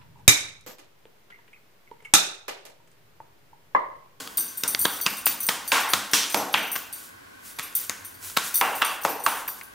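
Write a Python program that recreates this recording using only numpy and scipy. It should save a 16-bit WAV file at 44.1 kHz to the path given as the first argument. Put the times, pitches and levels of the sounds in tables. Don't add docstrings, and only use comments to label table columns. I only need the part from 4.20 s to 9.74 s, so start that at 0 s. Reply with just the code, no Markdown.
import sys
import numpy as np
from scipy import signal
from scipy.fft import rfft, irfft, next_fast_len
from scipy.io import wavfile
from scipy.ndimage import uniform_filter1d

SR = 44100
rng = np.random.default_rng(int(sys.argv[2]) if len(sys.argv) > 2 else 0)


def log_audio(samples):
    frames = np.atleast_2d(samples).T
    limited = np.clip(frames, -1, 1)
    pcm = np.round(limited * 32767).astype(np.int16)
    wavfile.write(sys.argv[1], SR, pcm)


def volts(x):
    e = np.asarray(x, float) / 20
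    return 10 ** e


N = 244314
TIME = np.arange(N) / SR
FULL_PAT_DB = -20

# wet crack in dB, lower pocket in dB, pocket ring length as a factor,
# finger gap in Hz, finger gap in dB.
HANDS = [(2.5, 8, 0.9, 3100, -25), (-1, 2, 1.5, 3000, 0), (0, -1.5, 1.1, 5700, 0.5),
         (-14, -8, 0.91, 1840, -8.5), (2.5, 3.5, 1.9, 3220, -3), (1, -2, 1.9, 4800, -4),
         (-1, -6, 1.3, 8600, -18), (3.5, -1, 1.06, 1930, -6), (-3.5, -3, 0.6, 3630, -11.5),
         (3.5, -1, 1.8, 3970, -8), (-1.5, 0, 1.3, 5770, 1.5), (5.5, 3.5, 2.6, 3600, -22),
         (-14, 4, 1.3, 3230, -5.5), (-1.5, -7, 2.8, 3200, -17), (3, -1, 0.99, 3500, -2),
         (-5.5, -21, 0.69, 6400, 0), (1.5, 4.5, 1.1, 2560, -8), (1, 2, 0.6, 2300, -27),
         (-6, 1, 1.15, 3350, -8), (-0.5, -4.5, 1.1, 4900, -28), (-3, 6.5, 2.2, 3300, -13)]
# cupped palm in dB, first crease in Hz, its level in dB,
# second crease in Hz, its level in dB.
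CREASES = [(-2.5, 1240, -3, 4560, 2), (-1, 1245, -2, 2775, -4), (2.5, 2020, -11, 3670, -9),
           (-4, 2070, -12, 3300, -13), (-2, 1600, -1, 3330, -2), (-0.5, 1140, -5, 2700, -8),
           (-0.5, 3880, -11, 4800, -10), (0, 3130, -6, 3580, -11), (-1.5, 2200, -12, 4480, -19.5),
           (1, 1260, -4, 3300, -19), (0, 4850, -9, 5500, -10), (0, 780, -2.5, 4045, -20),
           (0.5, 2780, -5, 3000, -11), (-3, 1140, -6, 1530, -2.5), (1.5, 1240, -1, 2320, -6.5),
           (0, 1095, -13, 3695, -11), (-7, 1110, -6, 2285, -10), (-1, 1115, -9, 2765, -12),
           (-1, 1250, -6.5, 2700, -7), (-1, 845, -7, 2650, -13), (-0.5, 1180, -7, 3725, -13)]
CREASE_LIFE_S, CREASE_DIRECT_DB = 0.0029, -9.5


def contact(s, db, hz, wet_db, cycles):
    lead = 150 / SR
    t = np.arange(800) / SR - lead
    after = np.maximum(t, 0)
    k = nearest(s)
    _, _, linger, gap_hz, gap_db = HANDS[k]
    cup_db, *creases = CREASES[k]
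    _, _, low_hz, low_db, high_hz, high_db, crack_db = palm(s)

    closing = np.exp(-(t * hz / (.35 * cycles)) ** 2)
    swell = np.where(t < 0, closing, np.exp(-after * hz / (.7 * cycles)))
    puff = -np.cos(2 * np.pi * hz * t) * swell

    ring = np.zeros(len(t))
    for f, g, life in [(low_hz, low_db, .002), (high_hz, high_db, .0013), (gap_hz, gap_db, .001)]:
        ring += volts(g + wet_db - 6.5) * np.sin(2 * np.pi * f * after) * np.exp(-after / (life * linger))
    for f, g in np.reshape(creases, (2, 2)):
        whistle = np.sin(2 * np.pi * f * after) * np.exp(-after / CREASE_LIFE_S)
        ring += volts(g + wet_db + CREASE_DIRECT_DB) * whistle
    push = (volts(cup_db) - 1) * uniform_filter1d(puff + ring, size=40)

    wet = volts(crack_db + wet_db + 3) * signal.lfilter([.6], [1, -.4], rng.standard_normal((2, len(t))))
    snap = np.exp(-np.abs(t) / 0.00071)
    peel = volts(-4.0) * np.exp(-np.abs(t) / np.where(t < 0, 0.0011, 0.0018))
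    crack = (wet[0] + 0.29 * wet * [[0], [1]]) * (snap + peel)

    side_db = rng.standard_normal() * np.array([[1], [-1]])
    sound = puff + push + ring * volts(side_db) + crack
    return s - lead, volts(db - 3.5 - duck_db(s + 1 / SR)) * sound * volts(side_db + [[.3], [-.3]])


# start in seconds, peak in dB, trapped air in Hz, upper air pocket in Hz,
# upper pocket in dB.
SLAPS = [(0.0753, -25, 3320, 3240, 5), (0.183, -25.5, 3500, 3720, 5), (0.4367, -4.5, 4430, 3600, -8),
         (0.5486, 1.5, 3530, 4400, -2), (0.6546, -21, 2860, 3720, 1), (0.8644, -2, 3000, 2600, -0.5),
         (1.0676, -0.5, 2180, 2630, -3), (1.292, -2.5, 2800, 3260, -6), (1.52, 0.5, 2770, 2580, -13.5),
         (1.7363, 0.5, 3270, 3410, -3.5), (1.9349, 1, 3180, 3420, -0.5), (2.1455, -2, 3870, 2200, -16),
         (2.3414, 1.5, 2500, 2620, 1), (2.562, -10, 2120, 2690, -4), (3.389, -18, 1950, 2370, 1),
         (3.6964, -4, 6350, 2000, -4), (4.173, 1, 2880, 3740, -8), (4.4129, -0.5, 2240, 2590, -9.5),
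         (4.6215, 0, 1700, 2830, -4.5), (4.8509, -2, 1230, 2550, -17), (5.0644, -0.5, 1380, 2740, -10.5)]
# start in seconds, peak in dB.
FINGERS = [(0.4372, -20), (0.4418, -19), (0.652, -10.5), (0.858, -29), (0.8613, -13.5), (0.8702, -12),
           (1.0662, -20), (1.0738, -18), (1.2888, -3.5), (1.5187, -3.5), (1.7346, -6.5), (1.74, -9),
           (1.9353, -3), (1.9403, -7.5), (2.1488, -10), (2.342, -10), (2.3451, -3), (2.5562, -16),
           (2.5622, -19), (3.387, -29), (3.396, -16.5), (4.1676, -11), (4.1706, -5), (4.415, -6),
           (4.614, -19), (4.6185, -7.5), (4.6276, -4.5), (4.8488, -16.5), (4.852, -9), (4.8558, -9.5),
           (4.8625, -12), (5.0755, -14.5), (5.0619, -22), (5.0696, -11)]
# start in seconds, peak in dB, trapped air in Hz,
# wet crack and pockets in dB.
TOUCHES = [(0.655, -7.5, 1540, 3.5), (0.8028, -23, 2000, -6), (0.731, -28, 7000, -8),
           (0.999, -30, 7500, -8), (1.125, -26, 4460, 0), (3.527, -31, 9070, -6), (3.6, -22, 6000, -14),
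           (3.622, -30, 7000, -6), (3.649, -25, 7000, -13), (3.708, -22, 7000, -9), (4.028, -24, 7000, -9),
           (4.1, -21, 6500, -6), (4.185, -17, 8000, 3), (4.265, -17, 6200, -11), (4.27, -32, 3180, -9),
           (5.282, -19, 2400, -4), (5.289, -22.5, 1620, 1.5), (5.4205, -32, 2300, -16),
           (5.375, -37, 4650, -8), (5.4125, -30, 4600, -15), (5.413, -22.5, 2100, -14),
           (5.4158, -28, 2470, -18)]
TOUCH_CYCLES = 2.2


def fingers():
    out = np.zeros((2, N))
    firm = [row[:3] for row in SLAPS] + [(s, db, palm(s)[0]) for s, db in FINGERS]
    contacts = [row + (0, 1) for row in firm] + [row + (TOUCH_CYCLES,) for row in TOUCHES]
    for row in contacts:
        add(out, *contact(*row))
    return out


# start in seconds, echo in dB, lower air pocket in Hz,
# cupped palm in Hz, smack in dB.
PATS = [(0, -47, 1110, 1120, 11.5), (0.181, -50.5, 1220, 1500, 1), (0.437, -39.5, 1000, 1400, 7.5),
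        (0.548, -43.5, 1490, 1730, -14), (0.6545, -32.5, 1094, 1350, -9), (0.8643, -33.5, 1136, 1800, 3),
        (1.0685, -36.5, 1030, 1490, 10), (1.2879, -31.5, 950, 1390, 6.5), (1.5197, -16.5, 1010, 1450, -2.5),
        (1.7356, -30.5, 930, 1400, 7), (1.935, -25.5, 1147, 2760, 10.5), (2.1448, -26, 757, 810, 0.5),
        (2.3415, -26.5, 870, 2070, -6.5), (2.5563, -39.5, 1104, 1560, 6), (3.3866, -42.5, 1180, 1750, 8),
        (3.6969, -41, 1250, 1530, 5), (4.169, -28.5, 1390, 1600, 3), (4.4126, -20.5, 955, 1090, -14.5),
        (4.6214, -24.5, 1142, 1300, -10.5), (4.8488, -24, 830, 840, -7), (5.0638, -26.5, 1090, 1190, -8.5)]
# time in seconds, level in dB.
DOUGH = [(0, -10.5), (.65, -12), (1.07, -13), (1.5, -18), (1.93, -9), (2.14, -7.5), (2.34, -10), (2.6, -27),
         (3.7, -22), (4.17, -19), (4.41, -26), (4.62, -37), (4.85, -21), (5.06, -25)]
# frequency in Hz, t60 in seconds.
KITCHEN = [(150, 0.55), (600, 0.77), (1500, 0.66), (4000, 0.59), (9000, 0.47), (15000, 0.38)]
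# frequency in Hz, likeness from -1 to 1.
ECHO_ALIKE = [(60, 0.99), (550, 0.95), (5000, 0.88), (15000, 1)]
THUD_SLOPE = -0.66
CREASE_WIDTH_HZ = 120


def echoes():
    out, t = np.zeros((2, N)), np.arange(SR * 2 // 3) / SR
    for (s, db, _, _, smack_db), slap, (cup_db, *creases) in zip(PATS, SLAPS, CREASES):
        thud_db = np.interp(s, *np.transpose(DOUGH)) + THUD_SLOPE * (db - FULL_PAT_DB)
        _, cup_hz, low_hz, low_db, high_hz, high_db, _ = palm(slap[0])
        gap_hz, gap_db = HANDS[nearest(slap[0])][3:]

        def tail_gain(f, u):
            colour = volts(cup_db) * resonance(f, cup_hz, 1.38 * cup_hz) ** 1.94 / (1 + (f / 3800) ** 6)
            colour = colour + volts(low_db + 1.0) * resonance(f, low_hz, 340) ** 1.29
            colour = colour + volts(high_db + 1.0) * resonance(f, high_hz, 540) ** 1.48
            colour = colour + volts(gap_db) * resonance(f, gap_hz, 390) ** 1.8
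            for hz, g in np.reshape(creases, (2, 2)):
                colour = colour + volts(g) * resonance(f, hz, CREASE_WIDTH_HZ) ** 2
            colour = colour + volts(thud_db + 1.0) * resonance(f, 200, 167)
            smack = resonance(f, 5750, 5700) ** 1.8 + volts(-7.5) * resonance(f, 10500, 6700)
            colour = colour + volts(smack_db - 9.5) * smack
            return colour * volts(-60 * u / along(KITCHEN, f)) * lumps(len(f), len(u))

        tail = spread(len(t), tail_gain, ECHO_ALIKE)
        build = (1 - np.exp(-t / 0.0018)) * (1 + 1.38 * np.exp(-t / 0.0069))
        add(out, s, volts(db + 8.0 - duck_db(s + 0.04)) * build * tail)
    return out


# frequency in Hz, width in Hz, level in dB.
ROOM_MODES = [(206.6, 8.7, 6), (289, 31, 5), (455, 71, 0.5), (754, 20, -7), (810, 44, -7), (914, 47, -3.5),
              (1090, 39, -2.5), (1245, 23, -12), (1390, 32, -3.5), (1490, 30, -5), (1560, 49, -9),
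              (2746, 24, -2)]


def room_modes(x):
    size = next_fast_len(N + SR // 4)
    f = np.fft.rfftfreq(size, 1 / SR)
    lift = sum(volts(db) * 1j * f * width_hz / (hz * hz - f * f + 1j * f * width_hz)
               for hz, width_hz, db in ROOM_MODES)
    return irfft(rfft(x, size) * (1 + lift), size)[:, :N]


# frequency in Hz, level in dB, t60 in seconds.
BANGLES = [(3630, -13, .2), (4565, -11, .25), (4680, -14, .2), (5820, -10, .3), (6078, -6, .2),
           (8400, -9, .15), (8700, -3, .18), (8790, 1, .16), (9076, -7, .15), (9350, -9, .15),
           (9710, -1, .28), (9935, -1, .22), (10150, -13, .15), (11400, -10, .2), (11650, 2, .18),
           (12360, -10, .15), (13300, -14, .2), (14060, -4, .2), (14150, -5, .3), (14280, -2, .35),
           (14540, -3, .2), (14800, -14, .2), (15050, -10, .25), (15230, -7, .3), (15520, -15, .2)]
MIDDLE_DB, MIDDLE_FOLLOWS = -3.5, 0.39
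UPPER_DB, UPPER_FOLLOWS = -2.5, 0.94


def clink(t, low_db, linger, lowest_db, more_middle_db, more_upper_db):
    hz, level, t60 = np.array(BANGLES).T[:, :, None]
    group = np.digitize(hz[:, 0], [5200, 7000, 10600, 13000])
    middle_db = MIDDLE_DB + MIDDLE_FOLLOWS * low_db + more_middle_db
    upper_db = UPPER_DB + UPPER_FOLLOWS * low_db + more_upper_db
    group_db = np.array([low_db + lowest_db - 2.0, low_db + 0.36, middle_db + 7.0, upper_db + 7.5, 0])

    luck = rng.standard_normal((len(hz), 2))
    strength = volts(level + 3.5 * np.tanh(luck[:, :1]))
    share = strength / np.sqrt(np.bincount(group, strength[:, 0] ** 2))[group, None]

    walk = np.cumsum(rng.standard_normal((len(hz), len(t) // 8 + 1)), 1)
    drift = 0.2 * np.minimum(hz / 9000, 1) * np.repeat(walk, 8, axis=1)[:, :len(t)]
    rattle = np.repeat(rng.standard_normal((len(hz), len(t) // 256 + 1)), 256, axis=1)[:, :len(t)]
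    rattle_db = uniform_filter1d(5.6 * rattle, size=128, axis=1)

    ring_s = 0.5 * linger * np.minimum(t60, .35) * np.where(hz < 7000, .7, 1)
    fall_db = 60 * t / np.clip(ring_s, .02, .4)
    tone = np.sin(2 * np.pi * hz * (1 + 0.00398 * luck[:, 1:]) * t + drift)
    modes = share * volts(group_db[group, None] + rattle_db - fall_db) * tone
    tick = volts(-2) * np.diff(rng.standard_normal(len(t) + 2), n=2) * np.exp(-t / 0.00053)
    return modes.sum(0) * (1 - np.exp(-t / 0.00044)) + tick


# start in seconds, peak of the top modes in dB, low modes in dB, ring
KNOCKS = [(0.1725, -11, -14, 0.22), (0.178, -8.5, -16, 0.91), (0.1985, -25, -4, 0.56),
          (0.373, -20.5, -19.5, 1.2), (0.4776, -10.5, -7.5, 0.57), (0.5915, -15, -16, 1.26),
          (0.6138, -16, -18, 1.2), (0.6423, -22, -10.5, 0.72), (0.6984, -25, -10.5, 4.3),
          (0.812, -20.5, -10.5, 1.5), (1.0566, -7.5, -27, 0.6), (1.0655, -18.5, -11.5, 1.2),
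          (1.2037, -20, -11.5, 1.6), (1.232, -14.5, -18, 0.72), (1.2657, -21, -15, 1.3),
          (1.4772, -13, -12, 0.56), (1.699, -21, -13, 1.6), (2.0987, -19.5, -24, 0.77),
          (2.5164, -18, -11.5, 1.7), (2.727, -25.5, -13, 0.98), (3.5517, -11, -15, 0.66),
          (4.3423, -11.5, -11, 1.1), (4.3558, -9, -13.5, 1.1), (4.3748, -17.5, -4, 0.98),
          (4.552, -23.5, -15.5, 1.5), (4.6478, -21.5, -7, 0.96), (5.0378, -21, -17, 4),
          (5.278, -19.5, -21, 0.65), (5.282, -20.5, -8.5, 0.46), (5.433, -34.5, -5.5, 0.55)]
# start in seconds, peak of the top modes in
# dB, low modes in dB.
MORE_KNOCKS = [(0.2787, -31, -2), (0.407, -33.5, -8), (0.485, -24, -20), (0.5227, -32, 0), (0.899, -26.5, -10),
               (0.969, -27.5, -4), (1.4533, -36, -11), (1.601, -27, -15), (1.689, -24, -14),
               (1.913, -28.5, -7), (2.1233, -28, 0), (2.172, -27, 6), (2.3272, -27, -7), (2.374, -33.5, -2),
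               (2.4277, -33, -2), (2.4692, -30, -9), (3.3616, -44, 1), (3.428, -32.5, -10.5),
               (1.282, -26, -17), (3.848, -26, -10.5), (3.942, -39, -8), (4.05, -36, -20), (4.159, -32, -15),
               (4.8137, -31, -11), (4.835, -22, -10), (4.8912, -26.5, -12.5), (4.998, -34, -4),
               (5.0852, -25.5, -2), (0.207, -23, -18), (0.494, -21, -20), (1.0584, -6, -25), (3.563, -14, -15)]
MORE_KNOCK_LINGER = [0.98, 0.8, 1.1, 1.1, 1.2, 1.1, 1, 1.9, 1.1, 1, 0.8, 0.85, 0.94, 1.5, 1.2, 1.2, 0.8, 1.3,
                     0.8, 0.75, 0.7, 0.5, 0.5, 1.4, 1.1, 1.6, 1.2, 1.1, 0.8, 0.5, 0.3, 0.4]
# lowest modes in dB, middle modes in dB, upper modes in dB.
MEETING_DB = [(1, -6, -3), (-0.5, 1.5, 2.5), (0, -8, -1), (5, 2, -1), (-1.5, 0.5, -7), (-3, 0.5, 7.5),
              (7.5, 3, 7), (15, 3, -7), (0, -4, -7), (5.5, -0.5, -1), (6, 0.5, -2), (9, 2, 6),
              (-4, -1.5, -6), (1.5, -5, -3), (-4, 2.5, -1.5), (-1, -1, 1), (8, -1.5, 6), (-1, 0, -1),
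              (-12, -4, 0.5), (2, 0, 0), (-5, 1.5, 3), (-1, -3.5, -4), (-3, -2.5, -4), (-2.5, -6, -5),
              (-1, -3, 1), (8, 0, -2), (1, 0.5, -1), (-6, -4, 3), (6, -1, 1.5), (-4, 1, -2)]
# lowest modes in dB, middle modes in dB, upper modes in dB.
MORE_MEETING_DB = [(-1, -6, -6), (2, -1, 2), (-1, -1, -1), (1, -7, 3), (-5, -5, -1), (-3, -4, -0.5),
                   (-2, -6, -1), (-1, -1, -1), (-1, 3, -4), (-1, 0, -3), (-12, 0, 0), (-11, -6, -2.5),
                   (3, -3, 7), (9, 1, -7), (0, -7, 4.5), (-1, -3, -3), (-1, -2, -1), (7, 3, 7),
                   (-1, -1, -1), (-2.5, 0.5, -8), (4, 2, -3), (-1, -6, -6), (6, -6, -6), (-1, 1, -4),
                   (-3, -4, -1), (-6, -2, 0), (-1, -1.5, -4), (-12, 0, -7), (1, -9, -6), (-1, -3, -3),
                   (-1, 1.5, -3), (-1, -1, -1)]


def bangles():
    direct, t = np.zeros(N), np.arange(SR // 5) / SR
    contacts = KNOCKS + [row + (linger,) for row, linger in zip(MORE_KNOCKS, MORE_KNOCK_LINGER)]
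    for (s, db, low_db, linger), meeting_db in zip(contacts, MEETING_DB + MORE_MEETING_DB):
        add(direct, s, volts(db - 9.0 - duck_db(s)) * clink(t, low_db, linger, *meeting_db))
    room = spread(SR // 2, lambda f, u: volts(-60 * u / (0.73 * along(KITCHEN, f))),
                  [(3000, 1.0), (15000, 0.92)])
    wet = signal.fftconvolve(direct[None], room / np.linalg.norm(room[0]), axes=1)[:, :N]
    return (direct + volts(-1.0) * wet) * volts([[1.1], [-1.1]])


# start in seconds, hold in seconds, level in dB.
STROKES = [(0, 0.14, -58), (0.206, 0.22, -54), (0.59, 0.2, -47.5), (0.9, 0.11, -52), (1.254, 1.05, -57),
           (2.761, 0.1, -53), (3.258, 0.049, -50), (3.57, 0.078, -45.5), (3.7, 0.23, -62),
           (4.038, 0.065, -44), (4.142, 0.07, -62), (4.245, 0.045, -40.5), (4.348, 0.4, -47.5),
           (5.077, 0.13, -46), (5.29, 0.11, -55.5)]
# frequency in Hz, level in dB per Hz.
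FLOUR = [(800, -13), (2000, -7), (4500, -6.5), (7500, -3), (11000, -2), (15500, -5), (16500, 0.5)]
STROKE_RISE_DB_PER_S, STROKE_FALL_DB_PER_S, RESTING_DB = 512, 236, -68


def slide():
    grit = 1 + 0.35 * np.minimum(rng.exponential(size=N), 4) ** 2 * (rng.random(N) < .03)
    hiss = unit(spread(N, lambda f, u: volts(along(FLOUR, f)) + 0 * u, [(2000, 0.88), (15000, 0.99)]))
    level = volts(RESTING_DB)
    for s, hold, db in STROKES:
        rise_db = STROKE_RISE_DB_PER_S * np.maximum(s - TIME, 0)
        fall_db = STROKE_FALL_DB_PER_S * np.maximum(TIME - s - hold, 0)
        level = level + volts(db - rise_db - fall_db)
    return level * volts(8.5) * grit * hiss


SQUEAK_S, SQUEAK_LENGTH_S, SQUEAK_DB = 3.605, 0.06, -48
SQUEAK_HZ, SQUEAK_END_HZ = 3950, 2950


def squeak():
    out = np.zeros(N)
    u = np.arange(round(SQUEAK_LENGTH_S * SR)) / (SQUEAK_LENGTH_S * SR)
    hz = SQUEAK_END_HZ + (SQUEAK_HZ - SQUEAK_END_HZ) * (1 - u) ** 1.3
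    rough = 0.13 * np.cumsum(rng.standard_normal(len(u)))
    whistle = np.sin(2 * np.pi * np.cumsum(hz) / SR + rough)
    add(out, SQUEAK_S, volts(SQUEAK_DB) * np.sqrt(np.sin(np.pi * u)) * whistle)
    return out


# frequency in Hz, level in dB per Hz.
HUSH = [(15, -16), (40, 2), (97, -3), (160, -4.5), (310, 0), (600, -2), (1000, -0.5), (1760, -1),
        (3000, -10), (6000, -16.5), (10000, -21), (15500, -32)]
# frequency in Hz, likeness from -1 to 1.
HUSH_ALIKE = [(60, 0.98), (180, -0.13), (550, -0.85), (1650, -0.66), (4970, 0.16), (15000, -0.0026)]
# frequency in Hz, width in Hz, level in dB.
BURNER = [(271, 52, -3), (1090, 105, -0.5), (1522, 120, 2), (1610, 41, -5), (3130, 60, -11.5)]
# middle in seconds, half-width in seconds, peak in dB.
SWELLS = [
    (.58, 0.092, -44),
    (1.13, 0.21, -55),
    (1.75, 0.084, -46),
    (2.95, 0.35, -65),
    (3.95, 0.23, -52.5),
]
IDLE_DB = -64.5
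FLAME_WAVER = 0.026


def hush():
    def steady(gain, alike):
        return unit(spread(N, lambda f, u: gain(f) + 0 * u, alike, window=4096))

    def flame(f, u):
        gain = 0
        for hz, width_hz, db in BURNER:
            waver = np.interp(u, np.arange(60) / 10, rng.standard_normal(60))
            gain = gain + volts(db) * resonance(f, hz * (1 + FLAME_WAVER * waver), width_hz) ** 2
        return gain

    air = steady(lambda f: volts(along(HUSH, f)), HUSH_ALIKE)
    stove = unit(spread(N, flame, [(100, 1.0), (600, 0.36)], window=2048))
    drone = steady(lambda f: resonance(f, 91.4, 15) ** 2, [(100, 0.94)])
    swells = volts(IDLE_DB) + sum(volts(db) * np.exp(-((TIME - s) / half) ** 2) for s, half, db in SWELLS)
    return volts(-49.5) * air + volts(-54.0) * stove + swells * drone


EARLY_PITCH, LATE_PITCH = 0.84, 0.53
POCKET_DB, POCKET_SLOPE = -6, -0.027
CRACK_DB, CRACK_SLOPE = -18.5, -0.39


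def palm(s):
    k = nearest(s)
    _, echo_db, low_hz, cup_hz, _ = PATS[k]
    slap_s, _, air_hz, high_hz, high_db = SLAPS[k]
    soft_db = echo_db - FULL_PAT_DB
    pitch = EARLY_PITCH if s < slap_s else LATE_PITCH
    low_db = POCKET_DB + POCKET_SLOPE * soft_db + HANDS[k][1]
    crack_db = CRACK_DB + CRACK_SLOPE * soft_db + HANDS[k][0] + 1
    return pitch * air_hz, cup_hz, low_hz, low_db, high_hz, high_db, crack_db


def nearest(s):
    return np.argmin([abs(row[0] - s) for row in SLAPS])


DUCK_DB, DUCK_SLOPE = 7, 0.39


def duck_db(s):
    start, echo_db = np.array(PATS).T[:2]
    since = np.asarray(s)[..., None] - start
    depth_db = np.abs(DUCK_DB + DUCK_SLOPE * (echo_db - FULL_PAT_DB))
    return -np.sum(depth_db * (since >= 0) * np.exp(-np.abs(since) / 0.022), -1)


def lumps(rows, columns):
    field = uniform_filter1d(rng.standard_normal((rows, columns)), size=3, axis=0)
    field = uniform_filter1d(field, size=4, axis=1)
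    return volts(1.5 * unit(field))


def spread(size, gain, alike, window=512):
    hz, t, z = signal.stft(rng.standard_normal((2, size)), SR, nperseg=window)
    turn = np.arccos(np.clip(along(alike, hz), -1, 1))[:, None] / 2
    mid, side = z * gain(hz[:, None], t) * [np.cos(turn), np.sin(turn)]
    return signal.istft(np.array([mid + side, mid - side]), SR, nperseg=window)[1][:, :size]


def resonance(f, hz, width_hz):
    return np.abs(f * width_hz / (hz * hz - f * f + 1j * f * width_hz))


def along(points, hz):
    f, v = np.transpose(points)
    return np.interp(np.log(hz + 1), np.log(f + 1), v)


def unit(x):
    return x / np.sqrt(np.mean(x ** 2) + 1e-20)


def add(track, s, sound):
    part = track[..., max(round(s * SR), 0):][..., :sound.shape[-1]]
    part += sound[..., :part.shape[-1]]


def scene():
    return fingers() + room_modes(echoes()) + bangles() + slide() + squeak() + hush()


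def band_limit(x):
    return signal.sosfilt(signal.butter(12, 16640, fs=SR, output="sos"), x)


def record(dry):
    x = signal.sosfilt(signal.butter(3, 130, "high", fs=SR, output="sos"), dry)
    rumble = spread(N, lambda f, u: resonance(f, 47, 66) ** 0.53 + 0 * u, [(30, 1.0), (100, 0.99)], window=6700)
    x = (x + volts(-61.0) * unit(rumble)) * volts(duck_db(TIME))
    x = x / (1 + np.abs(x) ** 8) ** (1 / 8)
    f = np.fft.rfftfreq(N, 1 / SR)
    band = np.where(f < 15780, 1, volts(-38)) * (f < 16900)
    return band_limit(irfft(rfft(x) * band, N))


dry = scene()
out = record(dry)
log_audio(out)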